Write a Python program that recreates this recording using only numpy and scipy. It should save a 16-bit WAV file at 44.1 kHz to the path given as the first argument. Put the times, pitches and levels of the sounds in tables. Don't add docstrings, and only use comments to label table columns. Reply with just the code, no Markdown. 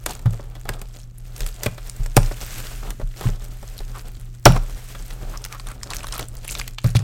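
import sys
import numpy as np
from scipy import signal
from scipy.fft import rfft, irfft, next_fast_len
from scipy.io import wavfile
from scipy.ndimage import map_coordinates

SR = 44100
rng = np.random.default_rng(int(sys.argv[2]) if len(sys.argv) > 2 else 0)


def to_wav(s):
    ch = np.atleast_2d(s).T
    pcm = np.round(np.clip(ch, -1, 1) * 32767)
    wavfile.write(sys.argv[1], SR, pcm.astype(np.int16))


N = 310023

# frequency in Hz, relative level in dB.
CARDBOARD_COLOUR = [(60, 4), (170, 6.5), (260, -1), (420, 2), (750, 0), (1000, -7), (1300, -4), (2000, -19),
                    (3500, -18), (8000, -37)]
# frequency in Hz, relative level in dB.
FILM_COLOUR = [(500, -8), (1500, 8), (3300, 4.5), (5000, 2.5), (8000, 4), (10500, -2), (13000, 1.5),
               (16000, -5)]
# frequency in Hz, relative level in dB.
EDGE_COLOUR = [(400, -11.5), (1500, 5), (3500, 2), (4800, 3), (5600, 3), (6500, 1), (8800, 5), (11000, -4),
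               (13500, 2), (16000, -13)]
# frequency in Hz, level in dB, time to fade by 60 dB in seconds.
DESK_MODES = [(65, -28, 0.18), (89, -2, 0.095), (111, 1, 0.24), (122.2, 0, 0.19), (166.5, -10, 0.17),
              (225.5, -8.5, 0.04), (293, -30.5, 0.074)]
LEAD_IN = 0.006


def amp(db):
    return 10 ** (np.asarray(db) / 20)


def unit(x):
    return x / np.sqrt(np.mean(x ** 2) + 1e-20)


def along(points, hz):
    point_hz, value = np.transpose(points)
    return np.interp(np.log(hz + 1), np.log(point_hz + 1), value)


def curves(rows):
    seconds, *columns = np.transpose(rows)
    return [np.interp(np.arange(N) / SR, seconds, column) for column in columns]


def wobble(rate):
    points = rng.standard_normal(int(N * rate / SR) + 4)
    return map_coordinates(points, [np.arange(N) * rate / SR])


def filtered(x, response):
    size = next_fast_len(len(x) + 8192)
    spectrum = rfft(x, size) * response(np.fft.rfftfreq(size, 1 / SR))
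    return irfft(spectrum, size)[:len(x)]


def coloured(x, colour):
    return unit(filtered(x, lambda hz: amp(along(colour, hz))))


def resonance(hz, centre, width):
    return 1j * hz * width / (centre ** 2 - hz ** 2 + 1j * hz * width)


def fade(t, t60):
    return np.exp(-np.log(1000) * t / t60)


def struck(t, t60, lead_db):
    return np.where(t < LEAD_IN, amp(lead_db) * t / LEAD_IN, fade(np.abs(t - LEAD_IN), t60))


def add(track, s, sound):
    start = max(round(s * SR), 0)
    track[start:start + len(sound)] += sound[:max(N - start, 0)]


def slips(rate, spread_db):
    size = amp(spread_db * np.minimum(rng.exponential(size=N), 3))
    happens = rng.random(N) < rate / SR
    return happens * size * rng.choice([-1, 1], N)


def ringing(modes, t, hardness_db, pivot_hz, scatter_db):
    total = np.zeros(len(t))
    for hz, db, t60 in modes:
        strength_db = db + hardness_db * np.log2(hz / pivot_hz) + scatter_db * rng.standard_normal()
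        total += amp(strength_db) * fade(t, t60) * np.sin(2 * np.pi * hz * t)
    return total


def background(hiss_db=-60):
    # frequency in Hz, rms level in dB before the wavering.
    hum_tones = [(119.7, -43), (179.6, -71.5), (359.2, -69)]
    # frequency in Hz, relative level in dB.
    hiss_colour = [(25, 19), (80, 29), (170, 43), (260, 5), (500, 14.5), (1200, -13.5), (4000, -42),
                   (9000, -19.5), (16000, -16.5)]
    t = np.arange(N) / SR
    hum = np.zeros(N)
    for hz, db in hum_tones:
        hum += amp(db) * np.sqrt(2) * np.sin(2 * np.pi * (hz * t + rng.random()))
    hiss = amp(hiss_db) * coloured(rng.standard_normal(N), hiss_colour)
    return hum * amp(1.4 * wobble(6.7)) + hiss


def room(x):
    # frequency in Hz, time to fade by 60 dB in seconds.
    room_decay = [(100, 0.4), (600, 0.28), (3000, 0.31), (14000, 0.22)]
    hz, t, grains = signal.stft(rng.standard_normal(SR // 2), SR, nperseg=256)
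    decay = np.exp(-np.log(1000) * t / along(room_decay, hz)[:, None])
    tail = signal.istft(grains * decay, SR, nperseg=256)[1]
    delay = round(0.0056 * SR)
    return signal.fftconvolve(x, np.pad(tail / np.linalg.norm(tail), (delay, 0)))[:N]


def landings(stand_hz=30.64, stand_t60=0.52, rise=0.0076):
    # start in seconds, desk boom in dB, stand sway in dB, hardness in dB per octave.
    thumps = [(0.062, -32, -24, -6), (0.257, -8, -19.5, 4.5), (0.692, -30, -16.5, 7), (1.41, -37, -17, 0),
              (1.664, -19, -30.5, 6), (1.997, -23.5, -13, -4), (2.167, -8, -8.5, 10.5),
              (2.58, -40, -21.5, 0), (3.025, -26, -15.5, 15), (3.255, -8, -12, 6.5), (3.8, -49, -19.5, 0),
              (4.171, -32.5, -30, 13), (4.4622, -2, -6, -0.5), (4.4858, -4.5, -17, 17),
              (4.564, -19, -15.5, -1), (4.998, -38, -22.5, 0), (6.198, -30.5, -31.5, 3),
              (6.845, -6, -19, 10), (6.953, -5, -32, 2.5)]
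    out, t = np.zeros(N), np.arange(SR) / SR
    sway = fade(t, stand_t60) * np.sin(2 * np.pi * stand_hz * t)
    soft_start = 1 - np.exp(-t / rise)
    for s, boom_db, sway_db, hardness_db in thumps:
        boom = ringing(DESK_MODES, t, hardness_db, pivot_hz=127, scatter_db=1.5)
        add(out, s, (amp(boom_db) * boom + amp(sway_db) * sway) * soft_start)
    return out


def trembling(rub_db, stand_hz=30.64, scuff_db=-15):
    mean_db, follows, lag = -34, 0.36, 0.037
    noise = rng.standard_normal(N)
    tremble = unit(filtered(noise, lambda hz: resonance(hz, stand_hz, 16.4) ** 2))
    desk_ring = ringing(DESK_MODES, np.arange(SR) / SR, 8.1, pivot_hz=125, scatter_db=-1.5)
    scuff = unit(signal.fftconvolve(slips(rate=120, spread_db=6), desk_ring)[:N])
    push_db = np.interp(np.arange(N) - lag * SR, np.arange(N), rub_db - rub_db.mean())
    return amp(mean_db + follows * push_db) * (tremble + amp(scuff_db) * scuff)


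def effort():
    # fastest moment in seconds, length in seconds,
    # film swish in dB, cardboard rub in dB.
    strokes = [(0.098, .17, -49.5, -46), (0.33, 0.44, -57, -46), (0.726, 0.2, -57.5, -45.5),
               (0.951, .2, -58.5, -58.5), (1.3, 0.11, -53.5, -49), (1.431, 0.15, -43.5, -44),
               (1.648, 0.075, -41, -39.5), (1.855, 0.92, -51.5, -49.5), (2.249, .16, -41.5, -41),
               (2.564, 0.45, -38, -42), (2.861, 0.083, -49, -39), (3.237, .15, -42.5, -42),
               (3.459, 0.26, -53.5, -47), (3.702, 0.47, -49, -52), (3.958, .26, -53, -46),
               (4.207, 0.39, -57, -58.5), (4.561, .12, -49, -38), (4.7, 0.12, -45.5, -44),
               (4.89, 0.44, -46, -48.5), (5.26, .34, -49.5, -42.5), (5.54, 0.25, -51, -53),
               (5.693, 0.12, -52.5, -44.5), (5.968, .32, -51, -43.5), (6.16, .15, -46, -40),
               (6.339, .2, -57, -52.5), (6.529, .19, -45, -39), (6.886, .07, -43.5, -45),
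               (7.005, 0.098, -60.5, -42)]
    rise_share = 0.46
    end_drop_db, roundness = 8.5, 1.19
    hold_film_db, hold_card_db = -74.5, -73.5
    t = np.arange(N) / SR
    film = np.full(N, amp(hold_film_db) ** 2)
    card = np.full(N, amp(hold_card_db) ** 2)
    for s, length, film_db, card_db in strokes:
        near = slice(*np.searchsorted(t, [s - 2 * length, s + 2 * length]))
        before, after = (s - t[near]) / rise_share, (t[near] - s) / (1 - rise_share)
        away = np.maximum(before, after) / length
        power = amp(-end_drop_db * away ** roundness) ** 2
        film[near] += amp(film_db) ** 2 * power
        card[near] += amp(card_db) ** 2 * power
    return 10 * np.log10(film), 10 * np.log10(card)


def crackle(rate=450, pitch_hz=6500, pitch_spread=0.55, spread_db=7.0):
    count = round(rate * N / SR)
    when, luck = rng.random((2, count, 1))
    hz = np.clip(pitch_hz * np.exp(pitch_spread * rng.standard_normal((count, 1))), 1500, 15000)
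    size = amp(spread_db * np.minimum(-np.log(1 - luck), 3)) * np.sqrt(hz)
    k = np.arange(SR // 200)
    drift = np.cumsum(rng.standard_normal((count, len(k))), axis=1) * np.sqrt(2 * hz / SR)
    swell = k / (0.0006 * SR)
    pops = size * swell * np.exp(-swell) * np.sin(2 * np.pi * hz * k / SR + drift)
    at = (when * N).astype(int) + k
    track = np.bincount(at.ravel(), pops.ravel(), N)[:N]
    return coloured(track * amp(3.15 * wobble(25)), FILM_COLOUR)


def rubbing(film_db, card_db, crumple):
    card = coloured(slips(rate=1500, spread_db=5.0), CARDBOARD_COLOUR)
    film = coloured(rng.standard_normal(N), FILM_COLOUR) + 1.135 * crumple * crackle()
    pressure = amp(2.6 * np.minimum(crumple, 1) * wobble(40))
    return pressure * (amp(card_db + 2.56 * wobble(30)) * card + amp(film_db) * film)


def scrapes(width_share=0.27, body_db=-5):
    # middle in seconds, half of the full span in seconds,
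    # level in dB, resonance of the patch in Hz.
    contacts = [(0.1, 0.046, -33.5, 796), (0.693, 0.009, -19, 1526), (1.426, .14, -42, 448),
                (1.62, .09, -37.5, 665), (1.665, 0.011, -17.5, 2210), (2.176, 0.0087, -6, 826),
                (3.016, .03, -31, 600), (3.25, .07, -33, 1000), (3.96, .05, -35, 1200),
                (4.456, .003, 6.5, 5580), (4.468, .012, -2.5, 796), (4.495, .05, -25, 870),
                (4.569, .025, -21.5, 1030), (5.35, 0.032, -29.5, 1140), (5.541, 0.077, -35, 1240),
                (5.701, .055, -34, 1260), (5.921, .05, -29.5, 1140), (6.04, .024, -29, 1150),
                (6.158, .08, -29.5, 1183), (6.524, 0.052, -27, 7160), (6.857, .016, -26.5, 395),
                (6.963, .02, -19, 4000)]
    out = np.zeros(N)
    for s, length, db, patch_hz in contacts:
        swell = np.hanning(round(2 * length * SR)) ** 2
        drag = slips(rate=2500, spread_db=7.0)[:len(swell)] + rng.standard_normal(len(swell)) / 10
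        patch = unit(filtered(drag, lambda hz: resonance(hz, patch_hz, width_share * patch_hz)))
        body = amp(body_db) * min(1, 1000 / patch_hz) * coloured(drag, CARDBOARD_COLOUR)
        add(out, s - length, amp(db) * swell * (patch + body) / 2)
    return out


def faint_snaps(crackle_db):
    count, over_crackle_db, scatter_db = 60, 14, 4.5
    typical_hz, low_db = 5230, -6
    strain = np.cumsum(amp(crackle_db))
    when, size, pitch = rng.random((count, 3)).T
    at = np.searchsorted(strain, when * strain[-1])
    rows = []
    for i, a, b in zip(at, 2 * size - 1, 2 * pitch - 1):
        level_db = crackle_db[i] + over_crackle_db + scatter_db * a
        rows.append((i / SR, level_db, typical_hz * 2 ** b, low_db))
    return rows


def snaps(faint_rows, snap_t60=0.0076, flutter_db=-19, flutter_t60=0.042, broad_db=-22, lead_db=-20, crease_count=3):
    # time in seconds, level in dB, pitch in Hz, low backing (about 1-3 kHz) in dB.
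    loud_rows = [(0.0654, -19, 8000, -36), (0.7382, -24.5, 2930, -42), (1.1827, -29, 10280, -36),
                 (1.8971, -18, 7500, -6), (3.1712, -29, 3950, -4), (3.7798, -25, 11600, -21.5),
                 (3.79, -24, 4110, -29), (3.9938, -28.5, 3320, 7), (4.5221, -17, 2740, -8),
                 (5.3742, -19, 5700, -14), (5.4417, -19, 6900, -18), (5.4614, -24, 2000, 8),
                 (5.5258, -21.5, 6000, 3), (5.598, -25.5, 3750, 7.5), (5.6705, -23.5, 3820, 10),
                 (5.7164, -26, 2400, 3), (5.8326, -15.5, 5200, -4), (5.9045, -16, 4740, -15),
                 (5.9122, -22, 4630, -14), (5.9349, -14, 2290, -6), (5.9673, -17, 5900, -3),
                 (6.0327, -25, 8060, 0), (6.0691, -19.5, 4090, 6), (6.0854, -22, 3730, 3),
                 (6.1245, -12, 3480, -30.5), (6.1394, -19, 8000, -20), (6.1524, -23, 4700, -18),
                 (6.2851, -25.5, 8300, -25), (6.3689, -26.5, 5310, -36), (6.4497, -22.5, 8200, 5.5),
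                 (6.4792, -13, 2850, -21), (6.4914, -19, 2680, -15), (6.5106, -18.5, 7760, -12),
                 (6.552, -13.5, 2340, -0.5), (6.5979, -12, 4800, -2), (6.6144, -20, 2050, 3),
                 (6.6784, -13.5, 2210, -9), (6.7845, -16, 3530, 3.5), (6.9666, -9.5, 3170, -30.5),
                 (6.992, -21.5, 6860, 4.5)]
    out, t = np.zeros(N), np.arange(SR // 12) / SR
    for s, db, pitch_hz, low_db in list(loud_rows) + faint_rows:
        buckle = rng.standard_normal(len(t)) * struck(t, snap_t60, lead_db)
        neighbour_delay = round(rng.uniform(0.00091, 0.005) * SR)
        buckle += amp(-9.0) * np.roll(buckle, neighbour_delay)
        small_creases = unit(slips(rate=1500, spread_db=13.5)[:len(t)])
        flutter = amp(flutter_db) * small_creases * struck(t, flutter_t60, lead_db)
        facets = np.append(pitch_hz, 6000 * np.exp(0.5 * rng.standard_normal(size=crease_count)))

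        def film_response(hz):
            response = amp(low_db) * np.abs(resonance(hz, 1120, 1400)) ** 2
            response = response + amp(broad_db + along(EDGE_COLOUR, hz))
            for k, centre in enumerate(facets):
                share = 0.5 if k else 1
                response += share * np.sqrt(7000 / centre) * np.abs(resonance(hz, centre, centre / 3)) ** 2
            return response

        add(out, s - LEAD_IN, amp(db) * filtered(buckle + flutter, film_response))
    return out


def knocks(crack_t60=0.015, rattle_db=-17, rattle_t60=0.068, ring_db=-10, panel_db=-10, lead_db=-21):
    # time in seconds, knock in dB, edge crack in dB, hardness in dB per octave.
    blows = [(0.062, -13.5, -13.5, 0.5), (0.193, -32, -37, 1), (0.258, -17.5, -38, 2),
             (0.334, -23.5, -40, -1.5), (0.395, -20.5, -53, -3), (0.552, -32.5, -42.5, 6.5),
             (0.654, -22.5, -40, 0), (0.691, -14.5, -19, -1.5), (0.816, -24.5, -29.5, -1),
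             (1.406, -25, -24, -5.5), (1.464, -33, -22, -7), (1.634, -26, -16, -3.5),
             (1.661, -6, -19, -1.5), (1.779, -24.5, -38, 4), (2.061, -24.5, -26, -3), (2.167, 5, -4, -3),
             (2.176, -7.5, -20, -8.5), (2.312, -14, -40, -1), (2.829, -23.5, -52, 1),
             (2.905, -26, -24.5, 3.5), (2.998, -18, -45, -4), (3.21, -18, -29, 2), (3.287, -19.5, -34, 0),
             (3.628, -25, -40, -1.5), (3.804, -22, -37, -1.5), (4.455, -10, -15, 8),
             (4.457, 11, -11.5, 1.5), (4.463, 5, -11.5, -0.5), (4.476, -1, -40.5, -7),
             (4.563, -19.5, -37, -3.5), (4.949, -22, -39, 3), (5.104, -29, -39.5, 8),
             (5.45, -30.5, -21.5, 3.5), (6.194, -15, -21, 2.5), (6.843, -15, -23.5, 2),
             (6.95, -14.5, -42, 4.5)]
    # frequency in Hz, level in dB, time to fade by 60 dB in seconds.
    box_modes = [(413, -8.5, 0.057), (474.4, -3.5, 0.037), (564, -2, 0.035), (792.6, -7, 0.04),
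                 (861, -4, 0.024), (1043, -14.5, 0.076), (1126, -4.5, 0.029), (1326, -0.5, 0.018),
                 (1620, -4, 0.016), (1768, -8.5, 0.029), (1964, -10, 0.035), (2287, -13, 0.041),
                 (2880, -24.5, 0.019), (3404, -19, 0.051)]
    panel_t60, rise = 0.073, 0.00094
    out, t = np.zeros(N), np.arange(SR // 3) / SR
    for s, knock_db, crack_db, hardness_db in blows:
        walls, edge = rng.standard_normal((2, len(t)))
        ring = amp(ring_db) * ringing(box_modes, t, hardness_db, pivot_hz=800, scatter_db=1.5)
        tilted = [(hz, db + hardness_db * np.log2(hz / 800)) for hz, db in CARDBOARD_COLOUR]
        panels = amp(panel_db) * coloured(walls, tilted) * fade(t, panel_t60)
        add(out, s, amp(knock_db) * (ring + panels) * (1 - np.exp(-t / rise)))
        crack = coloured(edge, EDGE_COLOUR) * struck(t, crack_t60, lead_db)
        contents = coloured(slips(rate=4000, spread_db=5.5)[:len(t)], EDGE_COLOUR)
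        shuffle = amp(rattle_db) * contents * struck(t, rattle_t60, lead_db)
        add(out, s - LEAD_IN, amp(crack_db) * (crack + shuffle))
    return out


def scene():
    # time in seconds, relative level of crackle over swish in dB.
    crumple_rows = [(0, 5.5), (1.6, 0.5), (2.4, -1.5), (2.8, -7.5), (3.2, 1), (3.8, -3), (4.3, 3.5),
                    (4.9, -4), (5.4, -2.5), (5.9, 5), (7.03, 7)]
    film_db, card_db = effort()
    crumple_db, = curves(crumple_rows)
    film_sounds = snaps(faint_snaps(film_db + crumple_db))
    handling = knocks() + film_sounds + scrapes() + rubbing(film_db, card_db, amp(crumple_db))
    desk = landings() + trembling(card_db)
    return (handling + amp(-17.5) * room(handling) + desk + background())[None]


def record(dry):
    clipped = np.clip(dry[0], -1, 1)
    return filtered(clipped, lambda hz: hz < 16150)[None]


dry = scene()
out = record(dry)
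to_wav(out)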